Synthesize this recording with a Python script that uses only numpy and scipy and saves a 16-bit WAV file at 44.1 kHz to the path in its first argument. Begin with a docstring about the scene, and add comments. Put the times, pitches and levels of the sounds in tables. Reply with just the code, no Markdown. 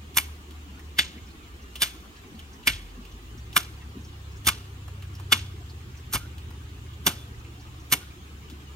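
"""Hoeing garden soil

A long-handled hoe chops ten times in a steady rhythm: noise-driven blade modes and shaped noise bursts.
Each stroke swishes through weeds, bites gritty earth with a short damped clank and leaves crumbs falling.
Stems snap, sandals shuffle, clods drop, the ground thumps; a decaying noise tail echoes the yard faintly.
Far birds are gliding sines, two distant engines are sines of changing rate; filtered noise is the open air.
"""
import sys
import numpy as np
from scipy import signal
from scipy.fft import rfft, irfft, next_fast_len
from scipy.io import wavfile
from scipy.ndimage import uniform_filter1d

SR = 44100
rng = np.random.default_rng(int(sys.argv[2]) if len(sys.argv) > 2 else 0)


def transcribe(u):
    """Save the signal u as a 16-bit wav file named by the first command-line argument.

    u: samples, shape (n,) or (channels, n), limited to [-1, 1]; the rate is SR.
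    q: integer samples, one column per channel.
    """
    v = np.clip(np.atleast_2d(u).T, -1, 1)
    q = np.round(v * 32767).astype(np.int16)
    wavfile.write(sys.argv[1], SR, q)


N = 385875
TIME = np.arange(N) / SR
EVENT_TIME = np.arange(-SR // 10, SR // 4) / SR


def from_db(db):
    """Decibels to gain."""
    return 10 ** (np.asarray(db) / 20)


def rms_one(x):
    """Scale to unit power."""
    return x / np.sqrt(np.mean(x ** 2) + 1e-20)


def at_hz(points, hz):
    """Read a spectrum on a log-frequency axis."""
    knots, values = np.transpose(points)
    return np.interp(np.log(hz + 1), np.log(knots), values)


def shaped(x, gain_at):
    """Weight a signal by a function of frequency."""
    size = next_fast_len(x.shape[-1], True)
    hz = np.arange(size // 2 + 1) * SR / size
    return irfft(rfft(x, size) * gain_at(hz), size)[..., :x.shape[-1]]


def coloured(x, spectrum):
    """Give noise a spectrum that falls away beyond its ends; rms 1."""
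    (low_hz, low_db), (high_hz, high_db) = spectrum[0], spectrum[-1]
    closed = [(low_hz / 2, low_db - 30), *spectrum, (high_hz * 2, high_db - 40)]
    return rms_one(shaped(x, lambda hz: from_db(at_hz(closed, hz))))


def stereo(mid, side, likeness):
    """Mix mid and side noise so that left and right correlate by the likeness at each frequency."""
    def alike(hz):
        """Correlation of left and right."""
        return np.clip(at_hz(likeness, hz), -1, 1)

    common = shaped(mid, lambda hz: np.sqrt((1 + alike(hz)) / 2))
    opposed = shaped(side, lambda hz: np.sqrt((1 - alike(hz)) / 2))
    return common + opposed * [[1], [-1]]


def drift(knots_per_s, size=N):
    """Random wander: straight lines between normal knots."""
    knots = rng.standard_normal(4096)
    return np.interp(np.arange(size) / SR * knots_per_s, np.arange(len(knots)), knots)


def grains(spread_db):
    """A short dense stream of tiny fractures of uneven size; rms 1."""
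    size = len(EVENT_TIME)
    unevenness = np.minimum(rng.exponential(1, size), 4)
    return rms_one(rng.standard_normal(size) * from_db(spread_db * unevenness))


def resonate(x, hz, width_hz):
    """A two-pole resonance that passes white noise with its power kept."""
    r = np.exp(-np.pi * width_hz / SR)
    zeros = np.sqrt((1 - r * r) / 2) * np.array([1, 0, -1])
    poles = [1, -2 * r * np.cos(2 * np.pi * hz / SR), r * r]
    return signal.lfilter(zeros, poles, x + 1e-18)


def burst(db, rise_s, hold_s, fall_s):
    """Envelope that swells up to time zero, holds, then dies away."""
    swell = np.minimum(EVENT_TIME, 0) / rise_s
    decay = np.maximum(EVENT_TIME - hold_s, 0) / fall_s
    return from_db(db) * np.exp(swell - decay)


def add(out, s, sound):
    """Mix in a short sound whose own time zero falls at s."""
    start = max(round((s + EVENT_TIME[0]) * SR), 0)
    out[start:start + len(sound)] += sound[:N - start]


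# left-right correlation of the open air: (frequency [Hz], likeness [-1 to 1])
AIR_CORRELATION = [(60, 0.95), (130, 0.89), (290, 0.93), (640, 0.46), (1400, -0.49), (3000, -0.025),
                   (15000, -0.037)]
# foliage hiss colour: (frequency [Hz], relative density [dB per Hz])
HISS_SPECTRUM = [(260, -49), (450, 1.5), (623, -5.5), (756, 0), (876, -1), (1180, 3), (1430, -0.5),
                 (2130, -3), (2950, -0.5), (4960, -10), (5420, -8.5), (5830, -13.5), (7180, -12),
                 (11000, -18), (15500, -15)]


def foliage():
    """Many rustling leaves sum to a steady wide hiss."""
    noise = stereo(*rng.standard_normal((2, N)), AIR_CORRELATION)
    return from_db(-53.05) * coloured(noise, HISS_SPECTRUM)


# far traffic colour: (frequency [Hz], relative density [dB per Hz])
TRAFFIC_SPECTRUM = [(20, -16), (40, -2), (70, 6), (130, -5), (200, -5), (340, -5.5), (420, -9),
                    (540, -30.5), (900, -67)]


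def traffic():
    """Far traffic is bass noise whose level flutters."""
    level = from_db(-48.5 + 0.89 * drift(22))
    noise = stereo(*rng.standard_normal((2, N)), AIR_CORRELATION)
    return level * coloured(noise, TRAFFIC_SPECTRUM)


# insect-like hiss: (frequency [Hz], width [Hz], level [dB])
INSECT_BANDS = [(6480, 450, -69), (7150, 260, -72)]


def insects():
    """Thin bands of noise, independent left and right."""
    return sum(from_db(db) * resonate(rng.standard_normal((2, N)), hz, width_hz)
               for hz, width_hz, db in INSECT_BANDS)


FINE_TEXTURE_DB, BROAD_TEXTURE_DB = 4.37, 1.2


def open_air():
    """Hiss, rumble and insect bands sum to the open air, given a random fine and broad level texture."""
    air = foliage() + traffic() + insects()
    bands = signal.stft(air, nperseg=2048)[2]
    fine, broad = rng.standard_normal((2, *bands.shape[1:]))
    broad = uniform_filter1d(broad, size=15, axis=0)  # across frequency
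    broad = rms_one(uniform_filter1d(broad, size=2, axis=1))  # across time
    texture = from_db(FINE_TEXTURE_DB * fine + BROAD_TEXTURE_DB * broad)
    return signal.istft(bands * texture)[1][:, :N]


def engine_track(rows):
    """Rate [Hz], phase [rad] and level [dB] of one engine over time."""
    s, *columns = np.transpose(rows)
    hz, db = [np.interp(TIME, s, c) for c in columns]
    phase = 2 * np.pi * np.cumsum(hz) / SR + 2 * np.pi * rng.random()
    return hz, phase, db


# heavy engine labours, slows, picks up again: (time [s], cycle rate [Hz], load [dB])
TRUCK_COURSE = [(0, 38.5, -8), (1.7, 39, -24), (2.95, 39, -22), (3.38, 37.4, 2), (3.77, 35.1, -1.5),
                (4.6, 32.7, 2), (5.41, 31.2, 9), (5.9, 30.4, -4), (7.15, 28.3, -0.5), (7.5, 28.9, -6),
                (7.9, 31.6, -8), (8.75, 33.3, -8.5)]
# exhaust orders 2 to 5: (level at 0 dB load, before muffler [dB], share of load swing [ratio])
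EXHAUST_ORDERS = [(-53.5, 0.033), (-45, .95), (-43, 0.42), (-46.5, 0.1)]
MUFFLER_HZ, MUFFLER_DB_PER_OCTAVE = 108.8, -29


def truck():
    """Low exhaust orders follow the load, waver on the way and fall off above the muffler's corner."""
    hz, phase, load_db = engine_track(TRUCK_COURSE)
    out = 0
    for order, (db, share) in enumerate(EXHAUST_ORDERS, 2):
        octaves_above = np.maximum(np.log2(order * hz / MUFFLER_HZ), 0)
        level_db = db + share * load_db + MUFFLER_DB_PER_OCTAVE * octaves_above + drift(3.6)
        out = out + from_db(level_db) * np.sin(order * phase)
    return np.sqrt(2) * out


# lighter engine runs down, pulls away, cruises: (time [s], firing rate [Hz], rms level [dB])
CAR_COURSE = [(0, 75.1, -40.5), (.8, 73.26, -42.5), (1.25, 69.3, -49), (1.85, 61.4, -45), (2.1, 54, -54),
              (2.6, 45.6, -62), (2.72, 43.95, -42), (3.2, 50.65, -45.5), (3.45, 63, -40), (3.7, 70.3, -51),
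              (4.0, 73.7, -41.5), (4.6, 69, -45), (5.5, 75.5, -45), (6.6, 73.3, -40.5), (7.5, 70.5, -49),
              (8.75, 72, -42.5)]


def car():
    """Only the firing rate carries this far: one sine that wavers on the way."""
    _, phase, db = engine_track(CAR_COURSE)
    return np.sqrt(2) * from_db(db + drift(3.7)) * np.sin(phase)


def crumbs():
    """Soft crumbs fall at random times, each tapping a leaf at its own pitch."""
    out = np.zeros(N)
    for when, pitch, size in rng.random(size=(140, 3)):
        hz = 1000 * 7 ** pitch
        tap = grains(1.5) * burst(-60 + 9 * size ** 3, rise_s=0.0037, hold_s=0.0078, fall_s=0.013)
        add(out, when * N / SR, resonate(tap, hz, width_hz=hz / 7))
    return out


# stems snap, clods and pebbles drop: (time [s], nominal level [dB], pitch [Hz])
SNAPS = [(0.144, -35, 3270), (0.5087, -34.5, 3020), (0.7938, -34.5, 1850), (1.756, -21, 3100),
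         (2.392, -31, 3030), (3.052, -35, 2900), (3.5289, -30.5, 3220), (4.447, -27.5, 3300),
         (4.458, -25, 3300), (4.8796, -33.5, 1020), (5.024, -33, 2863), (5.151, -35, 5340),
         (5.198, -31.5, 1000), (6.3809, -33, 2890), (6.505, -35.5, 1080), (8.4996, -31.5, 3650)]


def snaps():
    """A crack that dies in milliseconds plus a weaker rustle, both partly resonant."""
    out = np.zeros(N)
    for s, db, hz in SNAPS:
        crack = burst(db - 15.5, rise_s=0.00015, hold_s=0.00083, fall_s=0.006)
        rustle = burst(db - 22.5, rise_s=0.0003, hold_s=0.0019, fall_s=0.028)
        snap = grains(1.6) * (crack + rustle)
        add(out, s, resonate(snap, hz, width_hz=500) + 0.73 * snap)
    return out


# spread of phase between the ports: (frequency [Hz], rms difference [rad])
PORT_PHASE_SPREAD = [(100, .12), (500, 0.6), (2500, 1.03), (4000, 1.33), (8000, 2.65), (15000, 2.33)]
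# treble mismatch of the ports: (frequency [Hz], left minus right [dB])
PORT_BALANCE = [(1400, 1), (2300, -0.5), (4000, 0), (6800, 4), (8600, -3.5), (11000, 0), (12400, -5),
                (15000, -2)]


def microphones(x):
    """A near sound reaches two ports with phases that differ more in the treble."""
    knots_hz = np.arange(0, SR / 2, 350)
    twist = np.sqrt(2) * np.sin(2 * np.pi * rng.random(len(knots_hz)))

    def response(hz):
        """Opposite halves of the phase and level difference go to left and right."""
        sides = np.array([[.5], [-.5]])
        phase = np.interp(hz, knots_hz, twist) * at_hz(PORT_PHASE_SPREAD, hz)
        return np.exp(1j * sides * phase) * from_db(sides * at_hz(PORT_BALANCE, hz))

    return shaped(x, response)


# echo colour: (frequency [Hz], relative gain [dB])
ECHO_SPECTRUM = [(150, -38), (500, 15), (1200, -5), (3300, 0.5), (6000, 1), (10000, -1), (15000, -68)]


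def yard(x, t60_s, treble_t60_s, echo_db):
    """Plants and far walls scatter a faint tail whose treble dies first."""
    t = TIME[:SR]
    noise = rng.standard_normal((2, SR))
    low = signal.sosfilt(signal.butter(2, 4500, fs=SR, output="sos"), noise)
    high = signal.sosfilt(signal.butter(2, 4500, "high", fs=SR, output="sos"), noise[::-1])
    tail = low * from_db(-60 * t / t60_s) + high * from_db(-60 * t / treble_t60_s)
    tail = tail * (1 - np.exp(-(t / 0.0081) ** 2))  # builds up over some 8 ms
    tail = rms_one(tail) / np.sqrt(SR)
    tail = shaped(tail, lambda hz: from_db(at_hz(ECHO_SPECTRUM, hz) + echo_db))
    return signal.fftconvolve(x[None], tail, axes=1)[:, :N]


def cut_envelope(db, cutting_s, fall_s, swish_db, loose_db, trickle_db, loose_fall_s):
    """Weeds brush the blade, the edge bites at once, crumbs scatter in clumps and a few trickle on."""
    clumps = from_db(3.2 * drift(347.6, len(EVENT_TIME)))
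    weeds = burst(db + swish_db, rise_s=0.0064, hold_s=0, fall_s=0.001)
    loose = burst(db + loose_db, rise_s=0.00083, hold_s=cutting_s, fall_s=loose_fall_s)
    trickle = burst(db + trickle_db, rise_s=0.0011, hold_s=cutting_s, fall_s=0.11)
    edge = burst(db, rise_s=0.0003, hold_s=cutting_s, fall_s=fall_s)
    return np.sqrt(edge ** 2 + clumps ** 2 * (weeds ** 2 + loose ** 2 + trickle ** 2))


# steel modes damped by the earth: (frequency [Hz], width [Hz], relative level [dB])
BLADE_MODES = [(1570, 630, -9), (2208, 113, -2), (2370, 160, -6), (2865, 135, -4.5), (3490, 160, -2),
               (4360, 270, -12.5), (4740, 280, -9), (5840, 820, -15), (7320, 160, -18)]


def clank(force, tilt_db_per_octave):
    """The cutting force drives the damped blade modes; each bite favours some by chance."""
    luck_db = 1.2 * rng.standard_normal(len(BLADE_MODES))
    out = 0
    for k, (hz, width_hz, db) in enumerate(BLADE_MODES):
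        mode_db = db + luck_db[k] + tilt_db_per_octave * np.log2(hz / 2800)
        out = out + (-1) ** k * from_db(mode_db) * resonate(force, hz, width_hz)
    return out


# ground thud colour: (frequency [Hz], relative density [dB per Hz])
THUD_SPECTRUM = [(50, -62), (110, -3.5), (170, -4.5), (330, -6), (480, -17), (900, -13)]
# crunch colour round its own pitch: (multiple of pitch [ratio], relative density [dB per Hz])
CRUNCH_SPECTRUM = [(.3, -35), (.5, -17.5), (.72, -1), (1, 8), (1.3, 4.5), (1.55, -14), (2.5, -27), (5, -3)]
# grit colour: (frequency [Hz], relative density [dB per Hz])
GRIT_SPECTRUM = [(1500, -9), (3000, 1), (4500, -1.5), (6000, 1.5), (7500, 0.5), (9800, 4.5), (11200, -1.5),
                 (12600, 7.5), (13800, 0), (14900, 8), (15600, -27)]


def bite(cutting_s, thud_db, crunch_db, blade_db, grit_db, crunch_hz, tilt_db_per_octave, crumbs_db, weeds_db):
    """The edge breaks grains as it cuts: the ground thuds, earth crunches, grit scratches, the blade clanks."""
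    def stroke(db, fall_s, swish_db, loose_db, loose_fall_s):
        """Cut envelope with this bite's weeds and crumbs."""
        return cut_envelope(db, cutting_s, fall_s, weeds_db + swish_db, crumbs_db + loose_db,
                            crumbs_db - 19.5, loose_fall_s)

    thud = coloured(grains(1), THUD_SPECTRUM)
    thud = thud * burst(thud_db + 2.0, rise_s=0.003, hold_s=cutting_s, fall_s=0.013)

    earth = coloured(grains(6.9), [(k * crunch_hz, db) for k, db in CRUNCH_SPECTRUM])
    crunch = earth * stroke(crunch_db, fall_s=0.0024, swish_db=1.0, loose_db=7, loose_fall_s=0.018)

    grit = coloured(grains(7.1), GRIT_SPECTRUM)
    grit = grit * stroke(grit_db, fall_s=0.0037, swish_db=4.5, loose_db=2.5, loose_fall_s=0.024)

    force = grains(5.3)
    force = force * stroke(blade_db - 1.5, fall_s=0.00063, swish_db=2.0, loose_db=9.5, loose_fall_s=0.012)
    blade = clank(force, tilt_db_per_octave)

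    # thrown soil falls back as a toneless crumble
    soil = coloured(grains(2.1), [(900, -9.5), (2000, 1), (3200, 6.5), (4500, 1.0), (8000, -3.5)])
    lumps = from_db(3.5 * drift(120, len(EVENT_TIME)))
    fallback = burst(blade_db + crumbs_db - 2, rise_s=0.0017, hold_s=cutting_s, fall_s=0.042)
    return thud + crunch + grit + blade + soil * lumps * fallback


# one row a stroke, levels nominal: (time [s], second bite delay [s], cutting time [s], thud [dB],
# crunch [dB], blade [dB], grit [dB], second bite re first [dB], crunch pitch [Hz],
# blade tilt [dB per octave], crumbs re stroke [dB], weeds re stroke [dB])
HOE_STROKES = [(0.1708, 0.011, 0.0043, -43.5, -26, -20.5, -12, 2.5, 1120, -4, -19.5, -16.5),
               (0.9863, 0.0042, 0.0069, -39, -40.5, -18.5, -24.5, 6.5, 1560, 1, -16.5, -16.5),
               (1.8199, 0.0076, 0.0042, -37.5, -25, -18, -16.5, -5.5, 1400, 5.5, -13, -12),
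               (2.6720, 0.0044, 0.0034, -36, -27.5, -18.5, -18, 5.5, 1830, -4, -15.5, -20),
               (3.5650, 0.0091, 0.0036, -35.5, -13.5, -15.5, -14, -9, 1240, -1, -19, -19.5),
               (4.4692, 0.014, 0.0084, -38, -25.5, -21.5, -15.5, 6.5, 1160, 2, -19.5, -14),
               (5.3216, 0.0068, 0.006, -35, -17, -11.5, -18, -8, 1190, 1.5, -17, -19),
               (6.1373, .0130, 0.011, -36.5, -32, -31.5, -23.5, 2.5, 1220, 0, -14, -4.5),
               (7.0659, 0.0092, 0.0055, -26.5, -18.5, -16.5, -16, -7.5, 1210, 0, -15, -18),
               (7.923, 0.0093, .0058, -31, -25.5, -20, -13.5, 2.5, 1170, -3, -21.5, -14)]
# second bite: shorter, below the gritty crust
SECOND_CUT_SHARE, SECOND_GRIT_DB, SECOND_THUD_DB = 0.95, -4, -1


def hoe():
    """Each stroke bites twice: the edge breaks the gritty crust, then the blade drives into the earth below."""
    out = np.zeros(N)
    for s, delay_s, cutting_s, thud_db, crunch_db, blade_db, grit_db, second_db, *soil in HOE_STROKES:
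        first = bite(cutting_s, thud_db, crunch_db, blade_db, grit_db, *soil)
        second = bite(cutting_s * SECOND_CUT_SHARE, thud_db + SECOND_THUD_DB, crunch_db + second_db,
                      blade_db + second_db, grit_db + SECOND_GRIT_DB, *soil)
        add(out, s, first)
        add(out, s + delay_s, second)
    return out


# sandal footfalls and landing clods: (time [s], nominal level [dB])
SOFT_PLOPS = [(1.157, -34), (2.25, -40), (2.326, -32.5), (2.978, -33), (3.957, -27), (7.133, -38),
              (8.519, -35.5)]


def plops():
    """Soft impacts: dull low-mid noise that swells and dies in tens of milliseconds."""
    out = np.zeros(N)
    for s, db in SOFT_PLOPS:
        body = coloured(grains(0.33), [(140, -9), (240, 2), (350, -9), (520, -30)])
        add(out, s, body * burst(db - 9.0, rise_s=0.0049, hold_s=0.017, fall_s=0.018))
    return out


# faint far birds: (time [s], start [Hz], end [Hz], length [s], level [dB])
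BIRD_CHIRPS = [(1.388, 2620, 2120, 0.085, -59), (1.601, 2700, 2870, 0.14, -58)]


def birds():
    """Short thin sine glides with a fast random pitch wobble."""
    out = np.zeros(N)
    for s, start_hz, end_hz, length_s, db in BIRD_CHIRPS:
        glide_hz = np.interp(EVENT_TIME, [0, length_s], [start_hz, end_hz])
        hz = glide_hz + 70 * drift(260, len(EVENT_TIME))
        tone = np.sin(2 * np.pi * np.cumsum(hz) / SR)
        add(out, s, tone * burst(db, rise_s=0.006, hold_s=length_s, fall_s=0.008))
    return out


# deep cuts shake the ground: (time [s], level [dB])
GROUND_THUMPS = [(2.675, -30.5), (4.474, -31), (6.139, -29)]


def thumps():
    """The ground answers a deep cut with a short burst of bass noise."""
    out = np.zeros(N)
    for s, db in GROUND_THUMPS:
        body = coloured(grains(.5), [(45, -12), (100, -3), (140, -18)])
        add(out, s, body * burst(db, rise_s=0.004, hold_s=0.0077, fall_s=0.046))
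    return out


# faint echoes of the clank ring on after the stroke: (time [s], frequency [Hz], level [dB])
RINGING_ECHOES = [(2.735, 3290, -43), (4.589, 2834, -57), (5.385, 3480, -48), (6.21, 1410, -50),
                  (7.185, 3480, -49), (8.015, 1450, -51)]


def ringing_echoes():
    """A thin ringing echo at one pitch swells and dies shortly after a stroke."""
    out = np.zeros(N)
    for s, hz, db in RINGING_ECHOES:
        ring = grains(1.5) * burst(db, rise_s=0.023, hold_s=0.011, fall_s=0.027)
        add(out, s, resonate(ring, hz, width_hz=20))
    return out


def scene():
    """The hoe and debris close by, their echo, and the distance behind."""
    near = hoe() + snaps() + plops() + thumps() + crumbs() + ringing_echoes()
    echo = yard(near, t60_s=0.49, treble_t60_s=0.42, echo_db=-23.0)
    return microphones(near) + echo + truck() + car() + birds() + open_air()


CUTOFF_HZ = 16300


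def record(dry):
    """Peaks are rounded and the top is cut."""
    rounded = 0.9 * np.tanh(dry / 1.067)
    lowpass = signal.cheby2(16, 45, CUTOFF_HZ, fs=SR, output="sos")
    return signal.sosfiltfilt(lowpass, rounded)


dry = scene()
out = record(dry)
transcribe(out)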